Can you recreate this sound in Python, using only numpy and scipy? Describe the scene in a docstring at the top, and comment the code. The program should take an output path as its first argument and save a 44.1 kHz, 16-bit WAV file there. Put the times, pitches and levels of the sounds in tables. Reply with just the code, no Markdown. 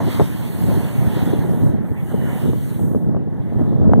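"""A blowhole on a rock shelf blows a hissing jet of mist and water, and its spray splashes down on the rock.
The mouth adds a faint, breathy whistle that sinks from one blow to the next as water fills it.
Behind it surf roars and water washes over the shelf. Gusty wind rumbles and thumps on the two ports of
a small microphone, whose stereo widener feeds each port, delayed and inverted, into the other channel."""
import sys
import numpy as np
from scipy import signal
from scipy.fft import rfft, irfft, next_fast_len
from scipy.io import wavfile
from scipy.ndimage import uniform_filter1d, minimum_filter1d, map_coordinates

SR = 44100
rng = np.random.default_rng(int(sys.argv[2]) if len(sys.argv) > 2 else 0)


def log_audio(samples):
    """Write samples as a 16-bit WAV file to the path given in sys.argv[1]."""
    # one column per channel
    frames = np.atleast_2d(samples).T
    # limit to full scale, then quantise
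    limited = np.clip(frames, -1, 1)
    pcm = np.round(limited * 32767).astype(np.int16)
    wavfile.write(sys.argv[1], SR, pcm)


N = 176400


def amp(db):
    """Decibels to gain."""
    return 10 ** (np.asarray(db) / 20)


def unit(x):
    """Scale to rms 1."""
    return x / np.sqrt(np.mean(x ** 2) + 1e-20)


def along(points, hz):
    """Read (f/Hz, value) points on a log frequency axis."""
    freqs, values = np.transpose(points)
    return np.interp(np.log(hz + 1), np.log(freqs + 1), values)


def envelope(rows):
    """One value per sample from (t/s, value) breakpoints."""
    return np.interp(np.arange(N) / SR, *np.transpose(rows))


def wobble(per_s):
    """Smooth random modulation with per_s knots a second."""
    return map_coordinates(rng.standard_normal(4096), [np.arange(N) * per_s / SR], mode="wrap")


def filtered(x, response):
    """Filter x by a complex response, given as a function of frequency."""
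    size = next_fast_len(N + SR // 2)
    return irfft(rfft(x, size) * response(np.fft.rfftfreq(size, 1 / SR)), size)[..., :N]


def noise_bed(colour, alike, patchy_db):
    """Coloured noise of rms 1, mottled in time and frequency; alike is the correlation of the ports."""
    spectra = signal.stft(rng.standard_normal((2, N)), nperseg=512)[2]
    patches = uniform_filter1d(rng.standard_normal(spectra.shape[1:]), size=7, axis=0)
    patches = uniform_filter1d(patches, size=10, axis=1)
    mid, side = signal.istft(spectra * amp(patchy_db * unit(patches)), nperseg=512)[1][:, :N]
    width = np.arccos(alike) / 2
    mid, side = mid * np.cos(width), side * np.sin(width)
    return unit(filtered(np.array([mid + side, mid - side]), lambda hz: amp(along(colour, hz))))


# Rise and fall of the gusts: t/s, level/dB
GUSTS = [(0, -29), (.18, -31), (.25, -31), (.46, -34.5), (.61, -33.5), (.68, -26), (.77, -29), (.85, -35),
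         (1.02, -30), (1.12, -32.5), (1.33, -28.5), (1.48, -28.5), (1.59, -29.5), (1.68, -25), (1.85, -33),
         (1.99, -35), (2.17, -32), (2.3, -29), (2.38, -36), (2.46, -26.5), (2.61, -34.5), (2.75, -34),
         (2.82, -29), (3.01, -29.5), (3.17, -30), (3.3, -34), (3.47, -33.5), (3.6, -25.5), (3.68, -27.5),
         (3.78, -25.5), (3.88, -22), (3.93, -24.5), (3.97, -26.5), (4, -22)]
# Tone of the low rumble: f/Hz, level/dB
RUMBLE_EQ = [(20, -31), (35, -24), (60, -5.5), (130, 3), (220, -2), (380, -14.5), (700, -34.5),
             (1300, -46.5), (3000, -79)]
# Tone of the flutter: f/Hz, level/dB
FLUTTER_EQ = [(80, -46), (200, 4), (350, 0.5), (700, -10), (1200, -27), (2200, -50), (5000, -67)]

def wind(lee_gain=0.55, flutter_growth=1.78):
    """Gusts drive a low rumble and a spikier, brighter flutter, mostly on the windward port."""
    strength_db = envelope(GUSTS)
    mean_db = strength_db.mean()
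    gust_db = strength_db - mean_db + .5 * wobble(30.13)
    rumble_db = 11.5 + gust_db + 1.8 * wobble(90)
    rumble = amp(rumble_db) * noise_bed(RUMBLE_EQ, alike=0.15, patchy_db=0.58)
    flutter_db = -5 + flutter_growth * gust_db + 3.8 * wobble(170)
    flutter = amp(flutter_db) * noise_bed(FLUTTER_EQ, alike=0.15, patchy_db=-1)
    return amp(mean_db) * (rumble + flutter) * np.array([[1], [lee_gain]])


# Eddies hitting the microphone: t/s, length/s, level/dB, upper edge f/Hz
EDDY_HITS = [(.079, 0.021, -12.5, 306), (.198, 0.0026, -7.5, 754), (0.208, 0.017, -10, 590),
             (.219, 0.02, -8, 229), (0.551, 0.0048, -18, 223), (0.639, 0.0052, -11, 222),
             (0.714, 0.021, -22, 565), (.745, 0.0088, -15, 278), (0.777, 0.016, -10, 232),
             (1.018, 0.0026, -20, 465), (1.074, 0.013, -9.5, 188), (1.14, 0.003, -22, 550),
             (1.172, 0.015, -14.5, 420), (1.23, 0.012, -10.5, 231), (1.276, 0.015, -12, 270),
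             (1.334, 0.011, -10.5, 390), (1.496, 0.003, -14.5, 448), (1.636, 0.0068, -20, 340),
             (1.746, 0.02, -12.5, 248), (1.919, 0.011, -12, 213), (2.145, 0.0082, -9.5, 355),
             (2.495, 0.016, -8, 253), (2.534, 0.006, -17, 555), (2.795, 0.0026, -15, 420),
             (2.918, 0.0042, -13, 348), (2.949, 0.0049, -11, 513), (2.963, 0.013, -9.5, 220),
             (3.071, .008, -12, 200), (3.095, 0.0087, -10, 290), (3.148, .005, -20.5, 603),
             (3.169, 0.0071, -17.5, 500), (3.277, 0.0082, -16, 278), (3.403, 0.0055, -13.5, 220),
             (3.525, 0.0056, -16, 384), (3.596, 0.0044, -10, 402), (3.623, 0.0091, -21, 280),
             (3.824, 0.024, -8.5, 170), (3.879, 0.019, -2, 190), (3.896, 0.005, -2, 240),
             (3.922, 0.0091, -6.5, 340), (3.9357, 0.0025, -2.5, 800), (3.981, 0.0063, -3, 340)]

def wind_thumps(lee_gain=0.083, crack_s=3.9355, crack_hz=3500):
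    """Single eddies strike the windward port: one push of pressure inside a short burst of turbulence."""
    t = np.arange(SR // 4) / SR - 1 / 8
    hz = np.fft.rfftfreq(len(t), 1 / SR)
    push = signal.unit_impulse(len(t), "mid")
    track = np.zeros(N + SR)
    for at_s, length_s, db, edge_hz in EDDY_HITS:
        window = np.exp(-2 * (t / length_s) ** 2)
        band = hz / np.hypot(hz, .3 * edge_hz) / (1 + (hz / edge_hz) ** 3.81)
        shaped = lambda x: unit(irfft(rfft(x) * band, len(t)))
        turbulence = shaped(rng.standard_normal(len(t)) * window)
        roughness = 0.77 * length_s / 0.0048  # longer eddies are rougher
        eddy = unit(shaped(push) + roughness * turbulence)
        track[round(at_s * SR):][:len(t)] += amp(db) * eddy * np.sqrt(np.mean(window ** 2))
    thumps = track[len(t) // 2:][:N]  # centre each thump on its cue
    # The hardest eddy lands with a sharp crack.
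    click = signal.unit_impulse(N, round(crack_s * SR))
    crack = filtered(click, lambda f: 1 / (1 + 1j * f / crack_hz) ** 2)
    return (thumps + amp(-11) * crack) * np.array([[1], [lee_gain]])


# Swells of the breakers: t/s, level/dB
SURF_SWELLS = [(0, -28.5), (.12, -41), (.33, -47.5), (.59, -38.5), (.78, -33), (.95, -37), (1.3, -34),
               (1.7, -41), (1.9, -43), (2.07, -44), (2.35, -35), (2.58, -50), (3.15, -46), (3.4, -45),
               (3.55, -47.5), (3.83, -45.5), (4, -52)]
# Tone of their roar: f/Hz, level/dB
SURF_EQ = [(60, -0.5), (250, 12.5), (500, 10), (900, 7.5), (1300, -9), (1900, -2.5), (2600, -23.5),
           (4000, -35), (7000, -33.5), (15000, -41)]

def surf():
    """Breakers roar along the shelf."""
    roar_db = envelope(SURF_SWELLS) - 1 + 1.5 * wobble(26)
    return amp(roar_db) * noise_bed(SURF_EQ, alike=0.89, patchy_db=-0.8)


# Surges of water across the shelf: t/s, level/dB
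WASH_SURGES = [(0, -54.5), (1.2, -40), (1.6, -46.5), (2.1, -46), (2.35, -39), (2.6, -57), (3.2, -57.5),
               (3.48, -50), (4, -50.5)]
# Tone of the running water: f/Hz, level/dB
WASH_EQ = [(500, 6), (1100, -0.5), (1600, -0.5), (2100, -2), (2800, -8.5), (4000, -26), (8000, -47)]

def wash():
    """Water runs over the rock and drains away in a wide, churning wash."""
    return amp(envelope(WASH_SURGES)) * noise_bed(WASH_EQ, alike=0.1, patchy_db=5.0)


# Narrow resonances of the blowhole's mouth: centre t/s, half length/s, f/Hz, level/dB
WHISTLES = [(.7, 0.37, 4370, -62), (1.254, .17, 3370, -56), (2.318, 0.25, 2950, -55.5)]

def mouth_whistle(width_hz=250):
    """The mouth rings with a faint, breathy whistle, lower each time as water fills it."""
    t, out = np.arange(N) / SR, np.zeros((2, N))
    for centre_s, half_s, pitch_hz, db in WHISTLES:
        resonance = lambda hz: 1 / (1 + (2 * (hz - pitch_hz) / width_hz) ** 2)
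        breath = unit(filtered(rng.standard_normal((2, N)), resonance))
        swell = np.exp(-((t - centre_s) / half_s) ** 4)
        out += amp(db) * swell * breath
    return out


def spray_drops(per_s=990, centre_hz=2620, spread_octaves=2.4, ring_cycles=3.2):
    """Drops of spray hit the rock: tiny damped pings, scattered between the ports."""
    when, size, pan, pitch = rng.random((int(per_s * N / SR), 4)).T
    hz = centre_hz * 2 ** (spread_octaves * (pitch - .5))
    drop_db = np.minimum(-4 * np.log(1 - size), 13)  # many soft drops, a few loud ones
    age = np.arange(SR // 200)
    cycles = hz[:, None] * age / SR
    pings = amp(drop_db)[:, None] * np.sin(2 * np.pi * cycles) * np.exp(-2 * cycles / ring_cycles)
    at = ((when * N).astype(int)[:, None] + age).ravel()
    ports = [np.bincount(at, (pings * gain[:, None]).ravel(), N)[:N] for gain in (pan, 1 - pan)]
    return unit(np.array(ports))


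# Plumes of mist: t/s, level/dB
MIST_PLUMES = [(0, -52.5), (.12, -45), (.37, -48.5), (.55, -47), (.75, -45.5), (.83, -48), (1.24, -47.5),
               (1.38, -51), (1.68, -52.5), (1.79, -70), (1.88, -58), (1.96, -61), (2.08, -51.5),
               (2.2, -53.5), (2.33, -48.5), (2.48, -48), (2.52, -53), (2.65, -49.5), (2.88, -52.5),
               (3.02, -62), (3.19, -78.5), (3.36, -71.5), (3.6, -65), (3.9, -74.5), (4, -67)]
# Tone of their hiss: f/Hz, level/dB
MIST_EQ = [(1500, 4.5), (4000, -53), (6000, -10.5), (7300, 0), (8500, 3.5), (10000, 2.5), (12000, 5),
           (14300, 5), (15600, 2.5)]

def mist():
    """Fine mist blown from the hole gives a wide, airy hiss."""
    hiss_db = envelope(MIST_PLUMES) + 4.5 + 0.34 * wobble(30.96)
    return amp(hiss_db) * noise_bed(MIST_EQ, alike=0.073, patchy_db=1.64)


# Blows of the jet: t/s, level/dB
JET_BLOWS = [(0, -45), (.13, -36.5), (.35, -43.5), (.54, -46.5), (.7, -43), (.9, -44.5), (1.06, -46),
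             (1.2, -40.5), (1.38, -47.5), (1.48, -52.5), (1.7, -53), (1.79, -64), (1.99, -66),
             (2.11, -53.5), (2.22, -54.5), (2.42, -45), (2.53, -50), (2.72, -49), (2.92, -64), (3.2, -70.5),
             (3.65, -60), (3.83, -63), (4, -62)]
# Tone of its rush: f/Hz, level/dB
JET_EQ = [(300, -23), (900, 14.5), (1400, 4.5), (2100, 5.5), (2800, 2.5), (3500, 1), (4600, -6),
          (6000, -10.5), (9000, -7), (15000, -46)]

def blowhole_jet():
    """Air and water rush from the hole, shedding drops whose patter swells with each blow."""
    blow_db = envelope(JET_BLOWS) + .5 * wobble(24.2)
    rush = amp(0.5) * noise_bed(JET_EQ, alike=0.03, patchy_db=2.5)
    return amp(blow_db) * (rush + amp(-17) * spray_drops())


def scene():
    """All layers as pressure at the two ports, windward first."""
    return wind() + wind_thumps() + surf() + wash() + blowhole_jet() + mist() + mouth_whistle()


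def limiter(x, ceiling=.99, hold_s=0.017):
    """The gain ducks briefly around peaks above the ceiling."""
    hold = int(hold_s * SR)
    needed_gain = np.minimum(1, ceiling / (np.abs(x).max(axis=0) + 1e-9))
    return x * uniform_filter1d(minimum_filter1d(needed_gain, hold), hold)


# Widener crossfeed into the left channel: f/Hz, gain
FEED_LEFT = [(60, 0.86), (500, 1), (1200, 0.47), (2500, 1), (6000, 1), (8500, 0.31), (10500, 0.032)]
# Widener crossfeed into the right channel: f/Hz, gain
FEED_RIGHT = [(60, 0.88), (500, 0.68), (1200, 0.41), (2500, 1), (6000, 1), (8500, 0.082), (11000, 0.3),
              (15000, 0.72)]
# Stereo balance, left over right: f/Hz, level/dB
BALANCE = [(100, -2.5), (1000, -3), (4000, -0.5), (8000, -2), (13000, -3)]

def widener(ports, delay_s=.0004):
    """Each port bleeds, delayed and inverted, into the other channel; the image leans to the right."""
    def crossfeed(hz):
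        gains = np.array([along(FEED_LEFT, hz), along(FEED_RIGHT, hz)])
        return gains * np.exp(-2j * np.pi * hz * delay_s)
    wide = ports - filtered(ports[::-1], crossfeed)
    return filtered(wide, lambda hz: amp(along(BALANCE, hz) * np.array([[.5], [-.5]])))


def record(dry, fade_s=.004, low_cut_hz=48, top_hz=15600):
    """The microphone chain: widener, short fades at both ends, limiter, bass roll-off and top cut."""
    t = np.arange(N) / SR
    fade = np.sin(np.pi / 2 * np.minimum(1, np.minimum(t, t[::-1]) / fade_s)) ** 2
    passband = lambda hz: (hz < top_hz) * hz ** 4 / np.hypot(hz ** 4, low_cut_hz ** 4)
    return filtered(limiter(widener(dry) * fade), passband)


dry = scene()
out = record(dry)
log_audio(out)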